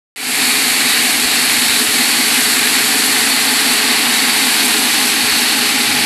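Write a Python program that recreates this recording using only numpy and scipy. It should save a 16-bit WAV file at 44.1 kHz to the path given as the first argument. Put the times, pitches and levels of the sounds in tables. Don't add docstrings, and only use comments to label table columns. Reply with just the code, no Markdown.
import sys
import numpy as np
from scipy import signal
from scipy.fft import rfft, irfft
from scipy.io import wavfile
from scipy.ndimage import uniform_filter1d, map_coordinates

SR = 44100
rng = np.random.default_rng(int(sys.argv[2]) if len(sys.argv) > 2 else 0)


def pcm_store(signal):
    levels = np.round(np.clip(np.atleast_2d(signal), -1, 1) * 32767)
    wavfile.write(sys.argv[1], SR, levels.astype(np.int16).T)


N = 266805
TIME = np.arange(N) / SR
BIN_HZ = np.maximum(np.arange(N // 2 + 1) * SR / N, 1)
TURN_HZ = 5.2604


def undb(db):
    return 10 ** (np.asarray(db) / 20)


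def level(x, db):
    return x * undb(db) / np.sqrt(np.mean(x ** 2))


def curve(rows):
    return np.interp(TIME, *np.transpose(rows))


def swells(rows):
    return sum(db * np.exp(-((TIME - at_s) / half_s) ** 2) for at_s, half_s, db in rows)


def wander(rate_hz):
    hold = int(SR / rate_hz)
    steps = np.repeat(rng.standard_normal(N // hold + 1), hold)
    return 1.36 * uniform_filter1d(uniform_filter1d(steps, hold), hold)[:N]


def colour(x, points):
    hz, db = np.transpose(points)
    return irfft(rfft(x) * undb(np.interp(np.log(BIN_HZ), np.log(hz), db)), N)


def ring(x, modes):
    response = sum((-1) ** k * undb(db) / (1 + 1j * (BIN_HZ ** 2 - hz ** 2) / (BIN_HZ * width))
                   for k, (hz, width, db) in enumerate(modes))
    return irfft(rfft(x) * response, N)


def grains(per_s, spread_db):
    clicks = (rng.random(N) < per_s / SR) * np.sign(rng.standard_normal(N))
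    return level(clicks * undb(spread_db * np.minimum(rng.exponential(size=N), 4)), 0)


def roughness(turn, fresh_db):
    size = 2 * int(SR / TURN_HZ / 2)
    profile = irfft(np.exp(2j * np.pi * rng.random(size // 2 + 1)))
    repeated = map_coordinates(profile, [turn % 1 * size], order=1, mode="grid-wrap")
    return level(level(repeated, 0) + undb(fresh_db) * rng.standard_normal(N), 0)


def passing(abreast_s, closest_m=3.8, stroll_m_s=0.46):
    return closest_m / np.hypot(closest_m, stroll_m_s * (TIME - abreast_s))


# frequency in Hz, gain in dB.
GRIT_SPECTRUM = [(300, -36), (600, -20.5), (900, -11), (1300, -8.5), (1700, -3.5), (2100, -4.5), (2700, -3),
                 (3250, -5.5), (3900, -4), (4450, -2.5), (4950, -7), (6000, -14), (9000, -25)]
# pitch in Hz, width in Hz, gain in dB.
STEEL_MODES = [(1920, 230, -10), (2026, 107, -3), (2260, 22, -3), (2440, 190, -5), (4180, 190, 1)]

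def grinding(force):
    load = force ** 0.051 * undb(0.44 * wander(25.29) + 0.34 * wander(180))
    crush = colour(load * grains(per_s=12000, spread_db=2.5), GRIT_SPECTRUM)
    sing = sum(ring(load * grains(per_s=9000, spread_db=2), [mode]) * undb(wander(6.4))
               for mode in STEEL_MODES)
    sing = colour(sing, [(700, 8), (1600, -3), (4700, -8), (6000, 2.5)])
    return level(level(crush, 0) + level(sing, -9.5), -13.5) * passing(abreast_s=4.5)


# frequency in Hz, gain in dB.
SPRAY_SPECTRUM = [(2500, -33), (5300, -8), (6200, -1.5), (7000, 0), (7800, 4.5), (9000, 2), (10400, 2.5),
                  (11000, 4), (11700, 2), (12300, -7), (13300, -3.5), (14000, -6.5)]
# time in seconds, level in dB.
SPRAY_LEVELS = [(.5, -15.5), (3.15, -15), (3.9, -17), (4.9, -15.5), (5.5, -18)]

def spray(force):
    flow = force ** 0.052 * undb(0.4 * wander(16) + 0.49 * wander(150))
    droplets = flow * grains(per_s=22000, spread_db=2.5)
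    return level(colour(droplets, SPRAY_SPECTRUM), curve(SPRAY_LEVELS))


# time in seconds, pitch in Hz, level in dB.
HOWL_PATH = [(0.699, 2283, -20), (1.601, 2205, -24), (2.1, 2163, -23.5), (2.55, 2000, -20.5),
             (3.1, 1978, -24), (3.65, 1926, -23), (4.301, 2071, -21), (4.9, 2397, -29), (5.499, 2670, -27),
             (5.999, 2310, -23)]

def howl(corner_hz=405):
    at_s, hz, db = np.transpose(HOWL_PATH)
    grit = grains(per_s=8000, spread_db=1.5)
    stir = irfft(rfft(grit) / (1 + 1j * BIN_HZ / corner_hz) ** 2, N)
    phase = 2 * np.pi * np.cumsum(np.interp(TIME, at_s, hz)) / SR
    return level(stir * np.sin(phase), np.interp(TIME, at_s, db))


def rubbing(scrape, modes, level_db, flutter_db):
    out = 0
    for hz, width, db in modes:
        feed = np.roll(scrape, rng.integers(N))
        wide = 1.55 * width
        mode = ring(ring(feed, [(hz, wide, db)]), [(hz, wide, 0)])
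        out = out + mode * undb(flutter_db * wander(9))
    return level(out, level_db)


# pitch in Hz, width in Hz, gain in dB.
HIGH_ZING_MODES = [(4340, 50, 0), (4450, 55, -0.5), (4540, 55, -1.5)]
LOW_ZING_MODES = [(3852, 150, 0)]
# centre in seconds, half-length in seconds, change in dB.
BINDING = [(.46, .06, 5), (2.1, 0.073, 2), (2.35, .07, -6), (2.49, 0.046, 5.5), (2.61, 0.046, -9),
           (3.37, 0.064, 5), (3.62, 0.22, 1.5), (5.03, .18, -6), (5.8, 0.31, -3)]
# time in seconds, level in dB.
LOW_ZING_LEVELS = [(.65, -28), (.87, -24), (1.1, -25), (2.3, -28), (3.3, -36), (3.75, -38), (3.9, -27),
                   (5.35, -29), (5.9, -33)]

def zing(scrape):
    high = rubbing(scrape, HIGH_ZING_MODES, -24.5 + swells(BINDING), flutter_db=1.8)
    low = rubbing(scrape, LOW_ZING_MODES, curve(LOW_ZING_LEVELS), flutter_db=2.3)
    return high + low


WEAR_TIMES = [1.1, 2.8, 5]

def wear(stage_db):
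    return undb(np.interp(TIME, WEAR_TIMES, stage_db))


def swings(turn, spots, drift_turns, drift_hz, scatter_db):
    out = 0
    for place, half_length, hz, *stage_db in spots:
        turns_past = (turn - place + drift_turns * wander(drift_hz) + .5) % 1 - .5
        strength = wear(stage_db) * undb(scatter_db * wander(5.3))
        envelope = strength * np.exp(-(turns_past / half_length) ** 2)
        out = out + envelope * np.sin(2 * np.pi * hz * turns_past / TURN_HZ)
    return out


# place and half-length in turns, pitch in Hz,
# then early, middle and late strength in dB.
RIM_SPOTS = [(.032, 0.036, 267, -7, -6, -2.5), (0.104, .036, 272, -4, -6, -4),
             (.213, .042, 256, -4, -3, -2), (.306, .049, 255, -2.5, -1.5, 1),
             (.42, 0.044, 255, -10, -4.5, -1.5), (.53, .05, 251, -2.5, -0.5, -1.5),
             (.594, 0.036, 253, -2.5, 2, 1), (0.711, 0.027, 277, -9, -11, -6),
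             (.78, 0.038, 250, -8, -4.5, -7), (0.974, 0.049, 254, -6.5, -2.5, -3.5)]

def thumps(turn):
    return level(swings(turn, RIM_SPOTS, drift_turns=0.0038, drift_hz=1.2, scatter_db=1.4), -26.3)


def cutting_force(turn):
    bumps = 0
    for place, half_length, _, *stage_db in RIM_SPOTS:
        turns_past = (turn - place + .5) % 1 - .5
        bumps = bumps + wear(stage_db) * np.exp(-(turns_past / half_length) ** 2)
    return level(1 + 0.49 * bumps, 0)


# pitch in Hz, width in Hz, gain in dB.
DRUM_MODES = [(214, 17, -9), (255, 37, -6.5), (332, 42, -7), (420.6, 49, -9.5), (738, 60, -9),
              (845, 47, -12), (1132, 94, -18.5)]

def drumming(turn, force):
    rim = ring(force * undb(0.35 * wander(5)) * roughness(turn, fresh_db=1.5), DRUM_MODES[:3])
    chips = ring(force ** 0.081 * roughness(turn, fresh_db=2.5), DRUM_MODES[3:])
    radiated = colour(rim + chips, [(80, -12), (175, 7), (215, -4), (1300, 0.5), (3000, -12)])
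    return level(radiated, -27) * passing(abreast_s=2.7)


# place and half-length in turns, pitch in Hz,
# then early, middle and late strength in dB.
FLANK_SPOTS = [(.02, 0.09, 830, -17, -11, -2), (.2, 0.055, 780, -4, -3, -1), (.35, 0.079, 838, -7, -7, 2),
               (.51, .07, 835, -6, -3, 0.5), (.68, .05, 835, -16, -7, -1), (.78, 0.038, 834, -17, -5, 0)]

def whine(turn):
    return level(swings(turn, FLANK_SPOTS, drift_turns=0.0028, drift_hz=6, scatter_db=2.5), -34.5)


# pitch in Hz, width in Hz, gain in dB.
HUM_MODES = [(423.3, 17.4, 0)]

def hum(waviness, growth_db_s=0.5):
    return rubbing(waviness, HUM_MODES, -37.5 + growth_db_s * TIME, flutter_db=2)


# pitch in Hz, width in Hz, gain in dB.
GUARD_MODES = [(740, 113, -0.5), (872, 100, -1.5), (964, 70, -8), (1090, 160, -4.5)]

def growl(waviness, peak_s=3.95, half_s=1, rise_db=9.5):
    return rubbing(waviness, GUARD_MODES, -37 + swells([(peak_s, half_s, rise_db)]), flutter_db=1.3)


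# frequency in Hz, gain in dB.
DRIVE_SPECTRUM = [(20, -34), (55, -26), (80, -4), (120, 3.5), (160, 9), (190, 5), (300, -6), (600, -23)]

def drive(turn):
    return level(colour(roughness(turn, fresh_db=-1.5), DRIVE_SPECTRUM), -40.5)


# frequency in Hz, gain in dB.
RUMBLE_SPECTRUM = [(20, -26), (45, -22), (75, -5), (130, 4), (200, 1), (400, -36)]
# centre in seconds, half-length in seconds, rise in dB.
RUMBLE_SWELLS = [(1.45, .35, 8), (5.28, 0.079, 7), (6.0, 0.13, 18.5)]

def rumble():
    deep = colour(rng.standard_normal(N), RUMBLE_SPECTRUM)
    return level(deep, -49.5 + swells(RUMBLE_SWELLS)) * undb(2.6 * wander(8))


# time in seconds, centre in Hz.
HOLLOW_PATH = [(2.2, 6170), (4.2, 6440), (5.2, 6980)]

def hollow(x, width_hz=450, depth_db=-2.5):
    carrier = np.exp(2j * np.pi * np.cumsum(curve(HOLLOW_PATH)) / SR)
    lowpass = signal.butter(1, width_hz / 2, fs=SR)
    band = 2 * np.real(carrier * signal.lfilter(*lowpass, x / carrier))
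    return x - (1 - undb(depth_db)) * band


def echoes(x, echo_db=-21, sway_s=0.00015):
    out = x
    for lag_s in rng.uniform(0.002015, .03, size=6):
        out = out + undb(echo_db) * np.interp(TIME - lag_s - sway_s * wander(0.702), TIME, x)
    return out * x.std() / out.std()


# time of the peak in seconds, level in dB.
LOW_KNOCKS = [(1.078, -42), (1.255, -31), (1.585, -35), (1.697, -32), (1.89, -34), (2.847, -35),
              (3.209, -35), (3.395, -39), (5.243, -30), (5.329, -32), (5.884, -35), (5.978, -40)]

def knocks(typical_hz=94, rise_s=0.0098):
    out = 0
    for peak_s, db in LOW_KNOCKS:
        hz = typical_hz * np.exp(0.18 * rng.standard_normal())
        age = np.maximum(TIME - peak_s + rise_s, 0)
        envelope = (age / rise_s * np.exp(1 - age / rise_s)) ** 2
        out = out + undb(db) * envelope * np.sin(2 * np.pi * hz * age)
    return out


def scene():
    turn = TURN_HZ * TIME + 0.00099 * wander(1.52)
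    force = cutting_force(turn)
    waviness = roughness(turn, fresh_db=2.5)
    scrape = rng.standard_normal(N)
    blade = thumps(turn) + whine(turn) + hum(waviness) + growl(waviness)
    ringing = zing(scrape)
    low = blade + drumming(turn, force) + drive(turn) + rumble() + knocks()
    bright = grinding(force) + howl() + ringing + spray(force)
    mono = low + echoes(hollow(bright))
    return np.array([mono, mono])


def record(dry, start_s=0.16, fade_s=0.25, gain_db=-2, ceiling=0.9, top_hz=14100):
    fade = np.interp(TIME - start_s, [0, fade_s], [undb(-16.5), 1], left=0)
    faded = dry * fade * undb(gain_db)
    rounded = faded / (1 + (faded / ceiling) ** 8) ** (1 / 8)
    return signal.sosfilt(signal.ellip(10, .1, 70, top_hz, fs=SR, output="sos"), rounded)


dry = scene()
out = record(dry)
pcm_store(out)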